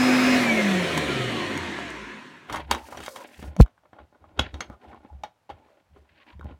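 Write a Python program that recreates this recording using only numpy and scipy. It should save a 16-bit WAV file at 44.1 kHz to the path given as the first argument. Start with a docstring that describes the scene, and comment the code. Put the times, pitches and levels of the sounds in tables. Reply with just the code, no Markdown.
"""The steady roar of an upright vacuum cleaner on carpet; switched off, it coasts to rest in a small room.
Shaft and fan blades are sines locked to the falling speed; the rushing air is noise in moving colours.
A phone is handled close by, then thumps onto the carpet and overloads: a pitch-dropping sine, clipped.
Plastic parts knock (noise bursts ringing modes), hollow parts hum and cloth rustles (swelling noise).
Low rumble and hiss lie underneath."""
import sys
import numpy as np
from scipy import signal
from scipy.fft import rfft, irfft
from scipy.io import wavfile
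from scipy.ndimage import uniform_filter1d

SR = 44100
rng = np.random.default_rng(int(sys.argv[2]) if len(sys.argv) > 2 else 0)


def wrap_up_sound(samples):
    """Save the sound to the file named by the first command line argument, as 16-bit audio."""
    columns = np.atleast_2d(samples).T
    # keep every value between -1 and 1, then stretch to whole-number steps
    tamed = np.clip(columns, -1, 1)
    steps = np.round(tamed * 32767).astype(np.int16)
    wavfile.write(sys.argv[1], SR, steps)


N = 290598

# Motor: loses speed to bearings (Hz/s), brush roll (1/s) and fan drag (1/s per Hz)
BLADES, OFF_S, FULL_HZ, REST_HZ = 10, .376, 254.05, 24
BEARING_DRAG, ROLL_DRAG, FAN_DRAG = 49.5, .324, .00118
# Once-a-turn tone sliding through housing and room resonances: f/Hz, level/dB
SHAFT_RESONANCE = [(35, -103), (55, -51), (78, -54), (88, -40.5), (108, -51), (122, -32), (139, -34.5),
                   (148, -42), (157, -29), (165, -39.5), (183, -24), (203, -21.5), (211, -28.5),
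                   (223, -23.5), (242, -26), (254, -19.5)]
# Blade whistle sliding through the same resonances: f/Hz, level/dB
BLADE_RESONANCE = [(450, -73), (620, -54), (720, -44), (800, -58), (980, -52), (1050, -36), (1120, -40),
                   (1190, -48), (1275, -38), (1340, -46), (1400, -35), (1460, -50), (1680, -50),
                   (1740, -36), (1790, -46), (1830, -39), (1950, -42), (2070, -36), (2120, -25),
                   (2165, -26), (2205, -37), (2260, -22), (2300, -22), (2350, -33), (2420, -39),
                   (2540, -36)]
# Tones heard only under current: multiple of shaft speed, level/dB
POWERED_TONES = [(20, -40), (40, -83), (60, -63.5)]
# Weaker tones, under power and coasting: multiple of shaft speed, level/dB re air
WEAK_TONES = [(0.507, -18.5), (10.97, -22.5), (19.82, -33.5), (30, -33), (39.64, -33.5), (59.46, -38.5),
              (79.28, -43.5), (99.1, -46)]
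WHINE_HZ, WHINE_WIDTH_HZ, WHINE_DB = 3050, 250, 3  # a cavity lifts each weaker tone sliding through
HUM_FADES_HZ = 72  # the weaker tones fade out below this pitch

# Air colour at high, middle and low shaft speed: f/Hz, level/dB (per Hz, relative)
AIR_FAST = [(35, -47), (62, -8.5), (82, -21), (130, -18.5), (170, -7), (280, -5.5), (350, -4), (700, -7),
            (900, -12.5), (2300, -6), (2900, -16), (3800, -16.5), (5200, -19), (16000, -39.5)]
AIR_MID = [(35, -39), (62, -20.5), (150, -6), (340, -2), (700, -11.5), (810, -18.5), (1020, -12.5),
           (1190, -17), (1860, -9), (2450, -11.5), (2650, -15), (3000, -10.5), (4500, -19), (5000, -27),
           (8200, -29.5), (16000, -51)]
AIR_SLOW = [(21, -63), (35, -37.5), (60, -25), (151, -3), (258, 4), (758, -16), (930, -2), (1330, -7),
            (1680, -0.5), (3910, -15), (5050, -19.5), (8220, -28), (16000, -53)]
FAST_HZ, MID_HZ, SLOW_HZ = 272, 127, 59  # shaft speeds of those colours
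# Housing resonances in the air: f/Hz, width/Hz, level/dB
HOUSING = [(348.4, 12, 9.5), (367, 15, 1), (538, 33, 5), (693, 32, 6), (736, 20, 10), (1000, 100, 3),
           (1644, 24, 2.5), (1910, 88, 2), (2120, 40, 2), (2950, 330, 0), (4860, 540, -5)]
# Air level; the flow sags ever faster per octave of lost speed
AIR_DB, AIR_OFF_DB, AIR_DB_PER_OCTAVE, AIR_DB_PER_OCTAVE2 = -24, -2.5, 0.76, 2.5

# Landing: contact swing and floor bounce
THUMP_S, THUMP_HIGH_HZ, THUMP_LOW_HZ, THUMP_DROP_S = 3.603, 184, 51, .004
# It creeps in, slams, holds, and its bounce dies away (times re THUMP_S)
CREEP_DB, CREEP_DB_S, SLAM_AT_S, SLAM_S, SLAM_DB = -13, 1300, -.0045, .003, 11
SLAM_HOLD_S, BOUNCE_AT_S, BOUNCE_DB, BOUNCE_DB_S, BOUNCE_DB_S2 = .0055, .01, 4.5, 400, 10500
# Loose parts shaken by the landing: f/Hz, level/dB (per Hz, relative)
RATTLE_COLOUR = [(800, -18.5), (2500, 0.5), (6000, -6.5), (16000, -17.5)]
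RATTLE_DB = -32  # re the swing

# Blows on plastic: t/s, peak level/dB, lows level/dB, highs level/dB (before fixed tone offsets),
# strongest ring f/Hz, ring t/s, contact t/ms, tail level/dB
KNOCKS = [(0.974, -11, 5, -7.5, 514, 0.033, 3.6, -11), (1.575, -22.5, -7, -8, 6710, 0.011, 0.94, -16),
          (1.787, -20, -18, -29, 701, 0.075, 1.65, -30), (1.903, -34, -32, -4, 6710, .012, 1.1, -20),
          (2.497, -22.5, -21, -25, 970, .02, 2.2, -6.5), (2.525, -20.5, -8.5, -9.5, 710, 0.045, 1.4, -6.5),
          (2.542, -20, -23, -23, 974, 0.017, 4, -19), (2.558, -23, -27, -14, 312, .032, 1.1, -2),
          (2.711, -7, -19, -7.5, 820, 0.0052, 1.8, -12), (2.748, -18.5, -33, -13.5, 980, .031, 0.85, -16),
          (2.885, -35, -11, -24, 620, 0.028, 1.3, -5), (2.921, -27.5, -17, -41, 980, .024, 3.9, -5),
          (2.945, -29, -9, -38, 640, 0.018, 2.2, -3), (2.972, -28.5, -9, -15, 5880, .025, 0.8, -12),
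          (3.001, -27.5, -14, -15, 400, .03, 3.6, -5), (3.035, -31, -19, -9, 8100, .02, 1.1, -7),
          (3.061, -26.5, -29, -8, 848, 0.02, 1.6, -8), (3.081, -18, -20, -30, 604, 0.022, 0.41, -32),
          (3.159, -24.5, -9, -8.5, 1055, 0.019, 1.65, -10), (3.39, -36.5, 0, -32, 444, 0.0088, 4.6, -16),
          (3.425, -30.5, 4, -15, 655, 0.018, 1.66, -8), (3.565, -23, 0, -6, 614, 0.022, 0.43, -33),
          (3.59, -31, 0, -27, 1050, 0.022, 0.61, -18), (3.662, -33.5, -19, -16, 1420, 0.0057, 0.41, -22),
          (3.68, -48, -20, -20, 1384, 0.0067, 0.33, -26), (3.778, -50, -33, -27, 1415, 0.016, 1.2, -21),
          (3.834, -52, -14, -31, 610, .03, 2.1, -14), (3.853, -47, -16.5, -42, 610, 0.06, 3.1, -17),
          (3.931, -36.5, -13, -27, 1340, .037, 1.34, -13.5), (3.985, -36.5, -27, -32, 636, 0.039, 4.3, -13),
          (4.146, -50, -19, -28.5, 1400, 0.022, 3, -12), (4.239, -39, -19, -37, 608, 0.045, 2.3, -13),
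          (4.373, -36, -9, -14, 406, .08, 3.1, -6), (4.39, -16.5, -24, -10.5, 1420, 0.02, 1.57, -15),
          (4.393, -6, 4, 1.5, 3560, 0.0051, 1.54, -16.5), (4.541, -27.5, -2.5, -6.5, 5880, .06, 2, -13.5),
          (4.605, -18, -8.5, -5.5, 6330, 0.045, 2.1, -12.5), (4.7, -29.5, -1, -26, 246, 0.03, 0.37, -15),
          (4.835, -41, -8, -24, 1760, .02, 1.4, -18), (4.847, -37.5, -9, -25, 750, 0.039, 2.8, -24),
          (4.917, -45, -5, -29, 2240, .02, 1.7, -18.5), (4.928, -37.5, -16, -36.5, 439, 0.078, 2.6, -13),
          (4.946, -35, -9.5, -30, 1040, 0.021, 0.54, -16), (4.975, -43, -24.5, -24, 855, 0.019, 0.72, -22),
          (5.048, -38, 4.5, -30.5, 820, 0.029, 2.2, -13), (5.1, -43, -15, -45.5, 846, 0.06, 1.2, -29),
          (5.235, -20, -13, -6, 860, 0.083, 1.9, -13), (5.492, -34, -10, -15, 857, 0.022, 2.4, -19),
          (5.499, -25, -6, -14, 870, 0.032, 2.2, -5.5), (5.651, -55, -9, -31, 433, 0.032, 2, -19),
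          (5.686, -51.5, -24, -23.5, 1022, 0.019, 1, -20), (5.961, -42.5, -9, -29, 412, 0.07, 2, -7),
          (6.395, -37.5, 3.5, -23, 324, 0.021, 0.59, -22), (6.411, -33, -14, -28, 1440, 0.0098, 0.75, -28),
          (6.427, -40, -15, -26, 1070, .015, 2.4, -21.5), (6.445, -33.5, 28, -26, 220, .01, 2.6, -16),
          (6.505, -40, 4, -29, 224, .02, 3.5, -18)]
# Modes of the plastic: f/Hz, level/dB, share of the ring time
PLASTIC_MODES = [(72.6, 2, 3.5), (116, 1, 4), (242, -2, 2), (314.2, 3.5, 0.55), (416, 4, 0.22),
                 (603, -1.5, 0.62), (768, 2, 0.29), (845, 0, 0.57), (1030, 1.5, 0.39), (1448, 4, 0.5),
                 (1833, -2.5, 0.82), (2070, 4.5, 0.14), (2235, 2.5, 0.9), (3190, 1.5, 0.78),
                 (3336, 8.5, 0.8), (3730, 9.5, 1.1), (4500, 3.5, 0.72), (5100, 1.5, 0.31),
                 (5840, 2.5, 0.77), (6376, -3, 1.1), (6730, 5, 0.72), (8100, -2.5, 0.3)]
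DRY_S, SCATTER_DB, RING_DB = .022, 3, 19.5
TAIL_T60_S, TAIL_HISS_DB = 0.095, 0
TOP_DB, MUFFLED_DB = -2, -14  # top octave re highs; the carpet dulls it further once the phone is down

# Low bumps through the phone's body: t/s, hold t/s, level/dB
BUMPS = [(2.51, 0.15, -40.5), (2.7, 0.044, -44), (2.83, 0.012, -51), (2.92, .02, -52), (2.98, 0.052, -49),
         (3.39, 0.005, -45), (3.45, 0.031, -35.5), (4.01, 0.03, -55), (4.22, .12, -57),
         (4.4, 0.0041, -27.5), (4.47, 0.014, -41), (4.54, 0.0089, -38.5), (4.67, 0.049, -46.5),
         (4.88, .03, -51), (4.97, 0.021, -60), (5.12, 0.091, -49.5), (5.52, 0.036, -48),
         (5.91, 0.021, -56.5), (5.99, 0.027, -58), (6.12, 0.017, -56.5), (6.34, 0.085, -44.5),
         (6.4, 0.018, -51), (6.45, 0.029, -38.5), (6.51, 0.014, -44)]
BUMP_RISE_DB_S, BUMP_FALL_DB_S = 899.5, 295
# Rubbing movements: t/s, hold t/s, scuff level/dB, cloth level/dB
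RUBS = [(2.494, 0.11, -40, -45), (2.709, 0.056, -35.5, -43), (2.871, 0.18, -49.5, -52),
        (3.156, 0.098, -49.5, -56), (3.252, 0.19, -56.5, -57.5), (3.439, 0.045, -47, -54),
        (3.51, 0.074, -54, -71), (3.629, 0.032, -52, -69), (3.845, 0.017, -69.5, -84),
        (3.95, 0.072, -54, -69), (4.148, 0.013, -60.5, -84.5), (4.216, 0.11, -59, -77.5),
        (4.363, 0.024, -53, -65), (4.417, 0.05, -45, -49.5), (4.55, 0.096, -50.5, -62),
        (4.703, 0.038, -50.5, -73), (4.822, 0.14, -51.5, -65.5), (5.033, 0.03, -54.5, -68),
        (5.134, 0.14, -65, -78), (5.537, 0.072, -61.5, -73), (5.647, 0.16, -65.5, -75),
        (5.95, 0.023, -66, -71), (6.052, 0.011, -64, -73.5), (6.098, 0.043, -71, -67),
        (6.159, 0.066, -64, -60), (6.279, 0.033, -57, -55), (6.447, 0.076, -52, -65.5)]
RUB_RISE_DB_S, RUB_FALL_DB_S = 595.5, 348
# Bright hiss before the landing: a faint steady one, then swishes of handling: t/s, hold t/s, level/dB
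BRIGHT_HISSES = [(1.9, 1, -79.5), (2.5, 0.057, -72), (2.78, 0.065, -59.5), (2.88, 0.33, -55),
                 (3.24, 0.15, -62), (3.41, 0.056, -59.5)]
# Hums of hollow parts, rubbed or knocked: t/s, hold t/s, level/dB, f/Hz
HOLLOW_HUMS = [(2.515, 0.088, -41, 932), (2.71, 0.11, -44, 880), (3.097, 0.11, -46.5, 540),
               (3.157, 0.067, -47.5, 972), (4.549, 0.014, -42, 309.5), (4.613, 0.035, -50.5, 348),
               (4.71, 0.031, -57, 1210), (4.822, 0.16, -60.5, 808), (5.037, 0.23, -63, 780),
               (5.574, 0.077, -64.5, 858), (5.695, 0.044, -58, 574), (5.958, 0.052, -61.5, 398),
               (6.217, 0.035, -63, 1096), (6.259, 0.074, -58.5, 960)]
HOLLOW_WIDTH_HZ = 55
# Colours of rumble, scuff, cloth and bright hiss: f/Hz, level/dB (per Hz, relative)
RUMBLE_COLOUR = [(22, -17), (45, -4), (60, 0), (68, 18), (80, 6.5), (120, -5), (180, -5), (350, -36),
                 (1000, -94.5)]
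SCUFF_COLOUR = [(150, -12), (300, 2.5), (600, 5), (850, 2.5), (1100, 1.5), (1500, -6), (2500, -20.5),
                (4000, -34), (8000, -62), (14000, -91.5)]
CLOTH_COLOUR = [(900, -23), (1600, 2.5), (2800, 0), (4500, -12), (6500, -37.5), (12000, -71)]
BRIGHT_COLOUR = [(2500, -13.5), (4500, 0.5), (9000, -3), (16000, -10)]

# Background hiss colour: f/Hz, level/dB (per Hz, relative)
HISS_COLOUR = [(24, -38.5), (40, -6.5), (81, 4.5), (382, -10), (585, -3.5), (733, -4.5), (873, -3),
               (990, -7), (16000, -32.5)]
HISS_DB = -70
FAINT_S, FAINT_DB, FAINT_RISE_DB_S = 7.6, -79.5, 15  # a rise aimed past the end of the scene
ROOM_T60_S, ROOM_DB, AIR_ROOM_DB = .2, -19, -11
CLIP, KNEE, TOP_HZ = .72, 4.5, 15950


def shaft():
    """Shaft speed: steady under current, then slowed by three drags to REST_HZ; also when it gets there."""
    hz = np.linspace(FULL_HZ, REST_HZ, num=2000)
    slowing = BEARING_DRAG + ROLL_DRAG * hz + FAN_DRAG * hz ** 2  # Hz/s
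    s = OFF_S + np.cumsum((hz[0] - hz[1]) / slowing)
    return np.interp(np.arange(N) / SR, s, hz), s[-1]


def tones(shaft_hz, air_db):
    """Imbalance once a turn, one whistle a blade, weaker tones, commutator whine while current flows."""
    turn = 2 * np.pi * np.cumsum(shaft_hz) / SR
    current = np.clip((OFF_S - np.arange(N) / SR) / .01, 0, 1)
    blade_hz = BLADES * shaft_hz
    out = undb(shape(SHAFT_RESONANCE, shaft_hz) + 0.49 * walk(32)) * np.sin(turn)
    out += undb(shape(BLADE_RESONANCE, blade_hz) + 0.49 * walk(40.6)) * np.sin(BLADES * turn)
    for order, db in WEAK_TONES:
        hz = order * shaft_hz
        lift_db = WHINE_DB / (1 + ((hz - WHINE_HZ) / WHINE_WIDTH_HZ) ** 2)
        gain = undb(air_db + db + lift_db + 2.5 * walk(15.0))
        out += gain * np.minimum(hz / HUM_FADES_HZ, 1) ** 4 * np.sin(order * turn)
    for order, db in POWERED_TONES:
        out += current * undb(db + 1.5 * walk(32)) * np.sin(order * turn)
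    return np.sqrt(2) * out  # table levels become rms


def air(shaft_hz, air_db, flicker_db=12, drift_db=10):
    """Turbulent air through the housing; its colour slides with speed and each band flickers."""
    step = 512
    frames = dict(nperseg=4 * step, noverlap=3 * step)
    hz, s, z = signal.stft(rng.standard_normal(N), SR, **frames)
    at = np.minimum((s * SR).astype(int), N - 1)
    log_speed = np.log(shaft_hz[at])
    speeds = np.log([SLOW_HZ, MID_HZ, FAST_HZ])
    db = np.zeros(z.shape)
    for table, share in zip((AIR_SLOW, AIR_MID, AIR_FAST), np.eye(len(speeds))):
        db += np.outer(shape(table, hz), np.interp(log_speed, speeds, share))
    for f, width, gain in HOUSING:
        db += (gain / (1 + ((hz - f) / (width / 2)) ** 2))[:, None]
    band = (hz > 300) & (hz < 5000)  # the band that sets the level
    db -= 10 * np.log10(np.sum(undb(2 * db[band]), axis=0) / len(hz))
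    # flicker and drift depths are before smoothing over bands, then frames
    flicker = uniform_filter1d(rng.standard_normal(db.shape), size=16, axis=0)
    db += flicker_db * uniform_filter1d(flicker, size=4, axis=1)
    drift = uniform_filter1d(rng.standard_normal(db.shape), size=8, axis=0)
    db += drift_db * uniform_filter1d(drift, size=16, axis=1)  # narrower bands swell slowly
    return undb(air_db) * signal.istft(z * undb(db), SR, **frames)[1][:N]


def cleaner():
    """Tones and roomy air follow the shaft speed, and fade out as it reaches rest."""
    shaft_hz, rest_s = shaft()
    lost = np.log2(FULL_HZ / shaft_hz)  # octaves
    air_db = AIR_DB + AIR_OFF_DB * np.minimum(lost / 0.14, 1)
    air_db = air_db - AIR_DB_PER_OCTAVE * lost - AIR_DB_PER_OCTAVE2 * lost ** 2
    rest = np.clip((rest_s - np.arange(N) / SR) / 0.038, 0, 1)
    return rest * (tones(shaft_hz, air_db) + room(air(shaft_hz, air_db), AIR_ROOM_DB, ROOM_T60_S))


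def thump():
    """The phone lands: a quick contact swing gives way to the padded floor's slow bounce; parts rattle."""
    t = np.arange(N) / SR - THUMP_S
    drop = 1 + np.exp(np.clip((t - THUMP_DROP_S) / .002, -50, 50))
    turns = np.cumsum(THUMP_LOW_HZ + (THUMP_HIGH_HZ - THUMP_LOW_HZ) / drop) / SR
    swing = np.sin(2 * np.pi * (turns - turns[int(THUMP_S * SR)]))
    top, after = SLAM_AT_S + SLAM_S, np.maximum(t - BOUNCE_AT_S, 0)
    times = [SLAM_AT_S, top, top + SLAM_HOLD_S, BOUNCE_AT_S]
    db = np.interp(t, times, [CREEP_DB, SLAM_DB, SLAM_DB, BOUNCE_DB])
    db -= CREEP_DB_S * np.maximum(SLAM_AT_S - t, 0)
    db -= BOUNCE_DB_S * after + BOUNCE_DB_S2 * after ** 2
    rattle = undb(RATTLE_DB) * tint(grit(300, 7.0), RATTLE_COLOUR) * undb(-300 * after) * (t < .03)
    return undb(db) * (swing + rattle)


def knocks():
    """Each blow: a rattle of contact rings the plastic modes and cracks; a noise tail fades behind."""
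    out, t = np.zeros(N + SR), np.arange(SR // 4) / SR
    hz = np.arange(1025) * SR / 2048
    mode_hz, mode_db, share = np.transpose(PLASTIC_MODES)[:, :, None]
    for s, db, low_db, high_db, ring_hz, t60, contact_ms, tail_db in KNOCKS:
        detune, scatter = rng.standard_normal((2, len(PLASTIC_MODES), 1))
        near = np.exp(-(np.log(mode_hz / ring_hz) / .07) ** 2)
        lasts = DRY_S * share * (1 - near) + t60 * near  # modes near the strongest ring take its ring time
        pitch = mode_hz * (1 + .015 * detune * (1 - near))
        body = undb(mode_db + SCATTER_DB * scatter - 60 * t / lasts) * np.sin(2 * np.pi * pitch * t)
        ring = (body * undb(RING_DB * near)).sum(axis=0)
        touch = max(contact_ms, .1) / 1000
        push = (t / touch * np.exp(1 - t / touch)) ** 2  # soft contacts swell, hard ones crack
        rattle, crack, tail = rng.standard_normal((3, len(t)))
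        blow = signal.fftconvolve(ring, rattle * np.abs(rattle) * push)[:len(t)]
        ringing_tail = level(signal.fftconvolve(body.sum(axis=0), tail)[:len(t)], 0)
        tail = ringing_tail + undb(TAIL_HISS_DB) * tail
        tail_gain = undb(tail_db - 60 * t / TAIL_T60_S) * np.minimum(t / touch, 1)
        blow = blow / np.abs(blow).max() + 0.43 * crack * push + tail * tail_gain
        top_db = high_db + TOP_DB + MUFFLED_DB * (s > THUMP_S)
        colour = [(70, low_db - 8.5), (260, low_db + 4.5), (1200, 0.0022),
                  (3900, high_db), (9000, top_db), (16000, top_db - 13.5)]
        tone_filter = np.fft.fftshift(irfft(undb(shape(colour, hz))))
        blow = signal.fftconvolve(blow, tone_filter)[1024:][:len(t)]  # drop the filter's delay
        i = int(s * SR)
        out[i:i + len(t)] += undb(db) * blow / np.abs(blow).max()
    return out[:N]


def handling():
    """Hand and cloth on phone and plastic: low rumble, creaky scuffs, soft rustle; also the bright hiss."""
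    rubs = np.array(RUBS)
    scuff = swells(rubs[:, [0, 1, 2]], RUB_RISE_DB_S, RUB_FALL_DB_S)
    cloth = swells(rubs[:, [0, 1, 3]], RUB_RISE_DB_S, RUB_FALL_DB_S)
    out = swells(BUMPS, BUMP_RISE_DB_S, BUMP_FALL_DB_S) * tint(grit(30, 3), RUMBLE_COLOUR)
    out += scuff * tint(creaks(180, 0.064), SCUFF_COLOUR)
    out += cloth * tint(grit(200, 6.0), CLOTH_COLOUR)
    return out + swells(BRIGHT_HISSES, 250, 300) * tint(grit(140, 4.0), BRIGHT_COLOUR)


def creaks(rate, t60):
    """Stick-slip ticks of uneven size over a little friction noise ring the plastic modes."""
    when, size, noise = rng.random(N), rng.exponential(size=N), rng.standard_normal(N)
    ticks = (when < rate / SR) * undb(3.4 * size) * np.sign(noise) + .1 * noise
    out = np.zeros(N)
    for hz, db, share in PLASTIC_MODES:
        w = 2 * np.pi * hz / SR
        r = undb(-60 / (t60 * share * SR))  # decay per sample
        out += undb(db) * np.sin(w) * signal.lfilter([1], [1, -2 * r * np.cos(w), r * r], ticks)
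    return out


def hollow():
    """Uneven noise drives one narrow resonance per hum."""
    uneven, out = grit(80, 4.0), np.zeros(N)
    for s, hold, db, hz in HOLLOW_HUMS:
        hum = signal.lfilter(*signal.iirpeak(hz, hz / HOLLOW_WIDTH_HZ, SR), uneven)
        out += swells([(s, hold, db)], RUB_RISE_DB_S, RUB_FALL_DB_S) * level(hum, 0)
    return out


def room(x, wet_db, t60):
    """A short, dull tail from carpeted walls: decaying filtered noise."""
    t = np.arange(SR // 2) / SR
    tail = signal.lfilter([.4], [1, -.6], rng.standard_normal(len(t)))
    tail = tail * undb(-60 * t / t60) * (t > .006)
    return x + undb(wet_db) * signal.fftconvolve(x, tail / np.sqrt(np.sum(tail ** 2)))[:N]


def background_hiss():
    """Steady coloured noise, plus a very faint high hiss that creeps up to the end."""
    steady = undb(HISS_DB) * tint(rng.standard_normal(N), HISS_COLOUR)
    creep = swells([(FAINT_S, N / SR, FAINT_DB)], FAINT_RISE_DB_S, FAINT_RISE_DB_S)
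    return steady + creep * tint(rng.standard_normal(N), BRIGHT_COLOUR)


def swells(rows, rise_db_s, fall_db_s):
    """Gain of swells (s, hold s, dB): each rises, holds and falls at shared rates; powers add."""
    t = np.arange(0, N, 32) / SR
    s, hold, db = np.transpose(rows)[:, :, None]
    db = db - rise_db_s * np.maximum(s - t, 0) - fall_db_s * np.maximum(t - s - hold, 0)
    return np.repeat(np.sqrt(np.sum(undb(2 * db), axis=0)), 32)[:N]


def grit(rate, spread_db):
    """Noise broken into short grains of very uneven size."""
    return rng.standard_normal(N) * undb(spread_db * walk(rate))


def walk(rate):
    """Random levels held 1 / rate s and slewed twice."""
    k = int(SR / rate)
    held = np.repeat(rng.standard_normal(N // k + 1), k)
    return uniform_filter1d(uniform_filter1d(held, k), k)[:N]


def tint(x, table):
    """Colour x by the spectrum of the table; rms 1."""
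    hz = np.arange(N // 2 + 1) * SR / N
    return level(irfft(rfft(x) * undb(shape(table, hz)), N), 0)


def shape(table, hz):
    """dB of a spectrum table at these frequencies, on a log frequency axis."""
    f, db = np.transpose(table)
    return np.interp(np.log(hz + 1e-9), np.log(f), db, left=-90)


def level(x, db):
    """Scale x to this rms level in dB."""
    return x * undb(db) / np.sqrt(np.mean(x ** 2))


def undb(db):
    """Decibels to amplitude."""
    return 10 ** (np.asarray(db) / 20)


def scene():
    """Mix the cleaner, the landing, the close noises and the hiss."""
    close = room(knocks(), ROOM_DB, ROOM_T60_S) + handling() + hollow()
    return (cleaner() + thump() + close + background_hiss())[None]


def record(dry):
    """The input stage clips with a short knee; the top is cut."""
    wet = dry / (1 + np.abs(dry / CLIP) ** KNEE) ** (1 / KNEE)
    return signal.sosfilt(signal.ellip(10, .2, 80, TOP_HZ, fs=SR, output="sos"), wet)


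dry = scene()
out = record(dry)
wrap_up_sound(out)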